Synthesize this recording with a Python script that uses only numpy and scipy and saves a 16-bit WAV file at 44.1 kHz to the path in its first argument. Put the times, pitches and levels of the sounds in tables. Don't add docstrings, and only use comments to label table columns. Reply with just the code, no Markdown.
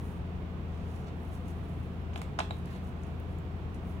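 import sys
import numpy as np
from scipy import signal
from scipy.fft import rfft, irfft
from scipy.io import wavfile

SR = 44100
rng = np.random.default_rng(int(sys.argv[2]) if len(sys.argv) > 2 else 0)


def store_wav(level_fs):
    pcm = np.round(np.clip(np.atleast_2d(level_fs), -1, 1) * 32767)
    wavfile.write(sys.argv[1], SR, pcm.T.astype(np.int16))


N = 176400
T = np.arange(N) / SR
FREQ = np.fft.rfftfreq(N, 1 / SR) + 1e-3


def amp(db):
    return 10 ** (np.asarray(db) / 20)


def unit(x):
    return x / np.sqrt(np.mean(x ** 2))


def curve(points):
    hz, value = np.array(points, float).T
    return np.interp(np.log(FREQ), np.log(hz), value)


def noise(colour):
    return unit(irfft(rfft(rng.standard_normal(N)) * colour, N))


def decay(t60):
    return np.exp(-np.minimum(np.log(1000) * T / t60, 60))


def bell(hz, octaves):
    return np.exp(-.5 * (np.log2(FREQ / hz) / octaves) ** 2)


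def drift(rate_hz):
    return noise(np.exp(-np.minimum((FREQ / rate_hz) ** 2, 20)))


def pan(db):
    return amp(np.array([[1], [-1]]) * db / 2)


def butter(x, hz, kind, order):
    return signal.sosfilt(signal.butter(order, hz, kind, fs=SR, output="sos"), x)


def add(out, start, sound):
    i = int(start * SR)
    out[i:i + len(sound)] += sound[:N - i]


# pitch in Hz, level in dB.
MOTOR_TONES = [(39.5, -58), (57.2, -49), (82.3, -41), (137.1, -51), (172, -51.5), (184, -49.5), (229, -55)]


def motor_hum(waver_db=0.64, wander_rad=0.25):
    tones = np.zeros(N)
    for hz, db in MOTOR_TONES:
        peak = np.sqrt(2) * amp(db + waver_db * drift(4.2))
        phase = 2 * np.pi * (hz * T + rng.random())
        wander = wander_rad * (hz / MOTOR_TONES[1][0]) ** 2 * drift(3.8)
        tones += peak * np.sin(phase + wander)
    return tones


# frequency in Hz, relative level in dB.
AIR_EQ = [(20, -20.5), (40, -3.5), (80, 0), (120, 2), (185, -3), (260, -6.5), (330, -7.5), (450, -9.5),
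          (600, -17.5), (660, -12), (730, -14), (850, -17.5), (1100, -18), (1700, -26), (2600, -28),
          (3600, -33.5), (5000, -43.5), (8000, -49.5), (12000, -54.5), (15500, -49)]


def air_rush(level_db=-41.5, mic_gap_m=0.14, sound_m_s=343):
    likeness = 0.85 * np.sinc(2 * FREQ * mic_gap_m / sound_m_s)
    mid, side = rfft(rng.standard_normal((2, N))) * np.sqrt([1 + likeness, 1 - likeness])
    spectra = np.array([mid + side, mid - side]) * amp(curve(AIR_EQ))
    return amp(level_db) * unit(irfft(spectra, N))


# peak time in seconds, fade on each side in seconds, level in dB, centre in Hz.
FINGER_STROKES = [(0.044, 0.21, -69, 9900), (.9, 0.33, -73, 5130), (0.962, 0.14, -71.5, 8600),
                  (1.082, 0.033, -66, 3020), (1.296, 0.22, -72, 11000), (1.345, 0.045, -65.5, 8450),
                  (1.49, 0.057, -67, 8500), (1.713, 0.43, -75.5, 10300), (2.18, 0.039, -67, 7500),
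                  (2.233, 0.023, -69, 8000), (2.434, 0.035, -67.5, 12000), (2.557, 0.13, -72.5, 9750),
                  (2.729, 0.12, -62, 1900), (2.733, 0.099, -69.5, 8950), (2.864, 0.07, -70, 9000),
                  (3.06, 0.15, -76.5, 7950), (3.315, 0.087, -78, 10900), (3.753, 0.027, -70, 8000),
                  (3.895, 0.11, -71, 10900)]


def finger_rubs(grain_db=3):
    out = np.zeros(N)
    for peak_s, fade_s, db, hz in FINGER_STROKES:
        swell = np.cos(np.pi / 2 * np.clip((T - peak_s) / fade_s, -1, 1)) ** 2
        out += amp(db) * swell * noise(bell(hz, octaves=0.85))
    grain = unit(amp(grain_db * drift(250)))
    return out * grain


def ring(modes, size, scatter=0.006):
    out = np.zeros(size)
    for hz, db, t60 in modes:
        nudge_db, detune = rng.standard_normal(2)
        tone = np.sin(2 * np.pi * hz * (1 + scatter * detune) * T[:size])
        out += amp(db + nudge_db) * decay(t60)[:size] * tone
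    return out


# pitch in Hz, level in dB, 60 dB decay in seconds.
HEAP_MODES = [(675, -2.5, 0.039), (769, -5.5, 0.03), (846, -7, 0.035), (1020, -8.5, 0.035),
              (1390, -12, 0.015), (1710, -11, 0.015), (2420, -12.5, 0.0072), (2645, -5, 0.011),
              (3200, -6, 0.0094), (3430, -16.5, 0.046), (4120, -25, 0.04), (5140, -24, 0.013),
              (6250, -21, 0.013), (7700, -21, .016)]
BAR_MODES = [(3860, -2, 0.013), (7470, -5, 0.012)]
# frequency in Hz, relative level in dB.
GRIT_EQ = [(300, -4), (900, 7.5), (3000, -7), (5500, -3), (11000, -9.5), (16000, -13)]
# start in seconds, relative level in dB, hardness as a low-pass in Hz,
# grit trim in dB, bar ring trim in dB.
CONTACTS = [(2.1342, -27, 5900, 9, -20), (2.1400, -32, 7500, 14, -23), (2.1586, -9, 4430, 1, -16),
            (2.1603, -35, 15500, 16, -20), (2.1760, -26.5, 12000, 10, -20), (2.1812, -28, 13000, 5, -18),
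            (2.1895, -17, 1600, -15, -25), (2.2166, -38, 15500, 32, 4), (2.2262, -44, 14000, 16, -20),
            (2.3888, -0.5, 2520, 9, -23), (2.3905, -18, 7500, 16.5, -5), (2.3936, -15, 8100, 14.5, -15),
            (2.4027, 1, 3800, -24, -10), (2.5078, -6.5, 2050, -6, 11), (2.5228, -31, 3000, -18, 9)]


def clay_clacks(level_db=-25.5, grit_db=-2, grit_t60_s=0.0058, low_cut_hz=676):
    out, size = np.zeros(N), 8000
    grit = noise(amp(curve(GRIT_EQ)))
    for k, (start, db, hardness_hz, grit_trim, bar_trim) in enumerate(CONTACTS):
        knock = ring(HEAP_MODES, size)
        crack = amp(grit_db + grit_trim) * grit[k * size:(k + 1) * size] * decay(grit_t60_s)[:size]
        bar = amp(bar_trim) * ring(BAR_MODES, size)
        hit = butter(knock + crack + bar, hardness_hz, "low", order=2)
        add(out, start, amp(level_db + db) * hit)
    return butter(out, low_cut_hz, "high", order=5)


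# start in seconds, relative level in dB, centre in Hz.
CRUMB_TICKS = [(2.6573, -20.5, 7100), (3.0348, -24, 6250), (3.2, -21.5, 13000), (3.386, -27, 11100),
               (3.745, -26.5, 6460)]


def crumb_ticks(level_db=-29, t60_s=0.0054):
    out = np.zeros(N)
    for start, db, hz in CRUMB_TICKS:
        add(out, start, amp(level_db + db) * noise(bell(hz, octaves=0.62)) * decay(t60_s))
    return out


# frequency in Hz, left minus right in dB.
DIRECT_PAN = [(300, 9), (900, -7), (1600, 7), (2400, 6), (3700, 9), (5500, 4), (8000, 3), (15000, 3)]
# frequency in Hz, relative level in dB.
REVERB_EQ = [(200, -16), (700, -5), (1200, -0.5), (2500, -2.5), (3900, 2), (5500, -1.5), (8000, -2),
             (16000, -6.5)]


def room(x, wet_db, right_lag_s=0.0003045, near_db=-4, walls_db=-6.5):
    lag = np.exp(-2j * np.pi * FREQ * np.array([[0], [right_lag_s]]))
    direct = irfft(rfft(x) * lag * pan(curve(DIRECT_PAN)), N)
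    colour, wet = amp(curve(REVERB_EQ)), []
    for _ in range(2):
        near = noise(colour) * decay(t60=0.012) * (T > 0.001)
        walls = noise(colour) * decay(t60=0.28) * (T > 0.0019)
        echoes = (amp(near_db) * unit(near) + amp(walls_db) * unit(walls)) / np.sqrt(N)
        wet.append(signal.fftconvolve(x, echoes)[:N])
    return direct + amp(wet_db) * np.array(wet)


def scene():
    clacks = room(clay_clacks(), wet_db=1)
    rubs = room(finger_rubs(), wet_db=2)
    ticks = room(crumb_ticks(), wet_db=2) * pan(db=3)
    return clacks + rubs + ticks + motor_hum() + air_rush()


# frequency in Hz, left minus right in dB.
MIC_BALANCE = [(82, 4), (115, -3), (200, 0.5), (700, -0.6), (1290, -4.5), (2380, -5), (4400, -1),
               (8000, -0.5), (10200, 3), (12500, -0.5), (15000, -1.5)]


def record(dry, top_hz=16000):
    coloured = irfft(rfft(dry) * pan(curve(MIC_BALANCE)), N)
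    return signal.sosfilt(signal.ellip(8, .2, 70, top_hz, fs=SR, output="sos"), coloured)


dry = scene()
out = record(dry)
store_wav(out)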